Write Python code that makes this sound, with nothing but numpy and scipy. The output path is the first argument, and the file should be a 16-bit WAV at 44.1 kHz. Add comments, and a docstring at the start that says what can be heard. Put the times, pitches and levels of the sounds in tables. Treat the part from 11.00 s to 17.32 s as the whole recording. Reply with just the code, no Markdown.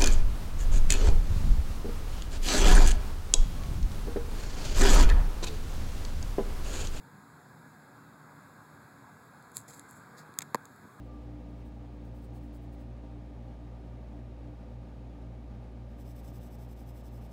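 """A room where an appliance hums; close by, a pencil shades a drawing in a sketchbook.
Barely touching strokes and light dabs come first; the hand lifts, then returns with a firm to and fro.
The lead rasps over the tooth of the paper, and nearby surfaces throw the rasp back.
Motor, fan and mains tones beat slowly over a rush of air. A low drone fades throughout,
and a faint whistle sounds briefly at the start."""
import sys
import numpy as np
from scipy import signal
from scipy.fft import rfft, irfft
from scipy.io import wavfile
from scipy.ndimage import map_coordinates

SR = 44100
rng = np.random.default_rng(int(sys.argv[2]) if len(sys.argv) > 2 else 0)


def master(y):
    """Save y as 16-bit WAV."""
    cut = np.clip(np.atleast_2d(y).T, -1, 1)
    pcm = np.round(cut * 32767)  # scale
    wavfile.write(sys.argv[1], SR, pcm.astype(np.int16))


N = 278712
TIME = np.arange(N) / SR
BINS_HZ = np.fft.rfftfreq(N, 1 / SR)

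# The appliance's hum. Each row: multiple of the turning or mains rate, relative level in dB.
MOTOR_HARMONICS = [(1, -45.5), (2, -51), (3, -67.5), (4, -67.5), (6, -77), (9, -76), (10, -71), (13, -85),
                   (19, -83.5), (21, -79.5), (31, -89.5), (37, -93), (39, -87), (43, -100)]
MAINS_HARMONICS = [(2, -56.5), (4, -59.5), (5, -66.5), (6, -67.5)]
FAN_HARMONICS = [(2, -70.5), (4, -65)]
# Its thin, steady whines. Each row: pitch in Hz, level in dB.
WHINE_TONES = [(522.6, -75.5), (932.5, -75.5), (2498, -94), (4183, -94.5), (4646, -100), (7316, -104),
               (9109, -104)]
# The dull slope of the rushing air. Each row: frequency in Hz, relative level in dB.
AIR_SLOPE = [(20.0, -17), (40.0, -13), (65.0, 0), (125.0, 0.5), (240.0, 0.8), (320.0, -10.5), (600.0, -6.5),
             (830.0, -9.5), (1050.0, -20.5), (1400.0, -22.5), (2500.0, -26.5), (5000.0, -35), (9000.0, -45),
             (11000.0, -48), (15400.0, -50.5)]
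# Resonances and dips of casing and room. Each row: centre in Hz, width in Hz, boost or cut in dB.
AIR_RESONANCES = [(73.3, 3.9, 6), (80, 6.2, -7.5), (95.4, 5.5, -6), (124, 11, 4), (174, 10.2, 6.5),
                  (208.5, 12, 4.5), (288.8, 25.2, 9.5), (381, 56, 5.5), (470, 15, -3.5), (494, 32, 5.5),
                  (613, 18, -2.5), (631, 31, 1.5), (744, 16, -3.5), (797, 18, 3), (913, 17, -2),
                  (1180, 65, 6), (1630, 69, 3), (3770, 150, 2.5), (6690, 82, 6), (7100, 70, 1.5),
                  (9150, 190, 6.5)]
# How hard the hand presses in each spell of shading. Each row: time in seconds, relative level in dB.
LIGHT_TOUCH = [(0.0, -84), (.35, -89), (.6, -85), (.75, -91), (1.02, -87)]
FIRM_TOUCH = [(4.86, -84), (4.95, -85), (5.0, -69), (5.28, -66), (5.82, -70.5), (6.07, -69), (6.32, -70.5)]
# The rasp's resonances at two spots on the page. Each row: centre in Hz, width in Hz, weight in dB.
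LIGHT_COLOUR = [(4530, 1800, -5.5), (7260, 3100, -7.3), (8300, 660.0, -3), (9900, 320, -4.5),
                (10800, 780, -4), (11910.0, 510.0, -8.0), (13480.0, 1490.0, -4.3), (14500, 640.0, -6),
                (15620.0, 690, -2.5)]
FIRM_COLOUR = [(3320, 1900, -5), (5300, 1000, -0.5), (6210, 620, -3), (7200.0, 1150.0, -9.5),
               (7970, 1140, -1.5), (9250.0, 440, -6), (10030.0, 1100, -4.5), (11050, 440.0, -3.5),
               (12260, 1680.0, -4.8), (13700, 620, 1), (14500, 1700, -1.5)]
# Early reflections off desk, hand and wall. Each row: delay in seconds, gain in dB.
SURFACE_ECHOES = [(.0017, -10.5), (.0031, -15), (.0046, -11), (.0095, -19)]
# Single dabs of the lead. Each row: midpoint in seconds, length in seconds, relative level in dB.
LEAD_DABS = [(.665, .075, -85), (1.063, .075, -81), (1.17, .085, -76.5), (1.24, 0.071, -74.5),
             (1.363, 0.065, -70.5), (1.443, .105, -78), (1.553, .066, -71.5), (1.635, .085, -79),
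             (1.738, .07, -78.5), (1.812, .075, -77.5)]


def gain_of(db):
    """Decibels to amplitude."""
    return 10 ** (np.asarray(db) / 20)


def unit_rms(x):
    """Scales to rms 1."""
    return x / np.sqrt(np.mean(x ** 2) + 1e-30)


def noise(gain):
    """Noise of rms 1, coloured by a gain for each frequency."""
    return unit_rms(irfft(rfft(rng.standard_normal(N)) * gain, N))


def drift(rate_hz):
    """Smooth random modulation of rms 1 that rolls off above the rate."""
    return noise(np.exp(-(BINS_HZ / rate_hz) ** 2))


def tone(hz, db, wander_rad):
    """A sine whose phase wanders gently."""
    phase = 2 * np.pi * (hz * TIME + rng.random()) + wander_rad * drift(3.5)
    return np.sqrt(2) * gain_of(db) * np.sin(phase)


def harmonics(rate_hz, partials, trim_db, wander_rad, flutter_db):
    """The stacked tones of one slightly unsteady rotation or mains cycle."""
    angle = 2 * np.pi * rate_hz * TIME + wander_rad * drift(1.5)
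    tones = sum(gain_of(db) * np.sin(k * angle + 2 * np.pi * rng.random()) for k, db in partials)
    return np.sqrt(2) * tones * gain_of(trim_db + flutter_db * drift(4.5))


def appliance_hum():
    """Motor and fan slip a little behind the mains, so their tones beat against it."""
    motor = harmonics(58.075, MOTOR_HARMONICS, trim_db=0, wander_rad=.023, flutter_db=.43)
    mains = harmonics(59.95, MAINS_HARMONICS, trim_db=-.5, wander_rad=.016, flutter_db=.4)
    fan = harmonics(57.08, FAN_HARMONICS, trim_db=-2, wander_rad=.045, flutter_db=0)
    whines = sum(tone(hz, db, wander_rad=.88) for hz, db in WHINE_TONES)
    return motor + mains + fan + whines


def air_rush(level_db=-51.5, waver_db=.51):
    """A dull bed of moving air, made hollow by the resonances of casing and room."""
    hz, db = np.transpose(AIR_SLOPE)
    slope_db = np.interp(np.log(BINS_HZ + 1), np.log(hz), db)
    lift_db = sum(lift * np.exp(-.5 * (2 * (BINS_HZ - centre) / width) ** 2)
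                  for centre, width, lift in AIR_RESONANCES)
    return noise(gain_of(slope_db + lift_db)) * gain_of(level_db + waver_db * drift(16))


def drone(hz=293.7, start_db=-52, fade_db_per_s=2.5, throb_db=2.5):
    """A low tone throbs unevenly as it dies away."""
    return tone(hz, start_db - fade_db_per_s * TIME + throb_db * drift(3.1), wander_rad=.35)


def shading(touch, turn_s, swell, swing_s=.177, out_share=.57, fastest_at=.57, turn_speed=.1):
    """The friction envelope of a swinging wrist: two passes a swing, almost at rest at each turn."""
    swing_phase = (TIME - turn_s) / swing_s % 1
    pass_phase = np.interp(swing_phase, [0, out_share, 1], [0, 1, 2]) % 1
    travel = np.interp(pass_phase, [0, fastest_at, 1], [0, .5, 1])
    speed = np.hypot(np.sin(np.pi * travel), turn_speed)
    pressure_db = np.interp(TIME, *np.transpose(touch), left=-np.inf, right=-np.inf)
    return gain_of(pressure_db) * speed ** swell


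def pencil_rasp(force, colour, trim_db, grip_db, grain_db, peak_fibres_per_s, contrast):
    """The lead snaps over paper fibres, which ring pencil and page."""
    # A faster lead meets more fibres, each of its own size.
    speed = .25 + .75 * np.sqrt(force / force.max())
    caught = rng.random(N) < speed * peak_fibres_per_s / SR
    snaps = caught * rng.standard_normal(N) * gain_of(grain_db * np.minimum(rng.exponential(1, N), 4))
    # The grip varies with the tooth of the paper.
    grip = gain_of(trim_db + grip_db * drift(140))
    friction = unit_rms(snaps / np.sqrt(speed)) * force * grip
    power = sum(gain_of(db) ** 2 / (1 + (2 * (BINS_HZ - hz) / width) ** 2) ** 2
                for hz, width, db in colour)
    # Contrast above 1 deepens the valleys between the resonances.
    response = unit_rms(np.sqrt(power) ** contrast)
    return irfft(rfft(friction) * response, N)


def near_surfaces(rasp, sway_s=.00003):
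    """Adds short echoes whose paths shift as the hand moves, giving each pass its own colour."""
    mix = rasp.copy()
    for delay_s, db in SURFACE_ECHOES:
        source_s = TIME - delay_s - sway_s * drift(3)
        mix += gain_of(db) * map_coordinates(rasp, [source_s * SR], order=3)
    return mix


def whistle(hz=1181, level_db=-62.5, start_s=.053, rise_s=.04, hold_s=.07, fade_db_per_s=170):
    """A faint, high tone swells, holds for a moment and dies away."""
    age = TIME - start_s
    attack = np.clip(age / rise_s, 0, 1)
    fade_db = fade_db_per_s * np.maximum(age - rise_s - hold_s, 0)
    return attack * tone(hz, level_db - fade_db, wander_rad=.57)


def dabbing(swell=1.15):
    """The friction envelope of separate dabs: each swells and stops in one arch."""
    force = np.zeros(N)
    for middle_s, length_s, db in LEAD_DABS:
        progress = np.clip((TIME - middle_s) / length_s + .5, 0, 1)
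        force += gain_of(db) * np.sin(np.pi * progress).clip(0) ** swell
    return force


def scene():
    """Two spells of pencil work, light then firm, over the room tone."""
    light_force = shading(LIGHT_TOUCH, turn_s=.0043, swell=1.1) + dabbing()
    firm_force = shading(FIRM_TOUCH, turn_s=5.04, swell=.88)
    light = pencil_rasp(light_force, LIGHT_COLOUR, trim_db=.7, grip_db=1.8, grain_db=-1.5,
                        peak_fibres_per_s=22000, contrast=1.2)
    firm = pencil_rasp(firm_force, FIRM_COLOUR, trim_db=.6, grip_db=1.84, grain_db=.5,
                       peak_fibres_per_s=20000, contrast=1.14)
    return (near_surfaces(light + firm) + appliance_hum() + drone() + whistle() + air_rush())[None]


def record(dry, cutoff_hz=15720):
    """A steep low-pass takes off the very top."""
    lowpass = signal.firwin(1023, cutoff_hz, window=("kaiser", 9), fs=SR)
    return signal.oaconvolve(dry, lowpass[None], "same")


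dry = scene()
out = record(dry)
master(out)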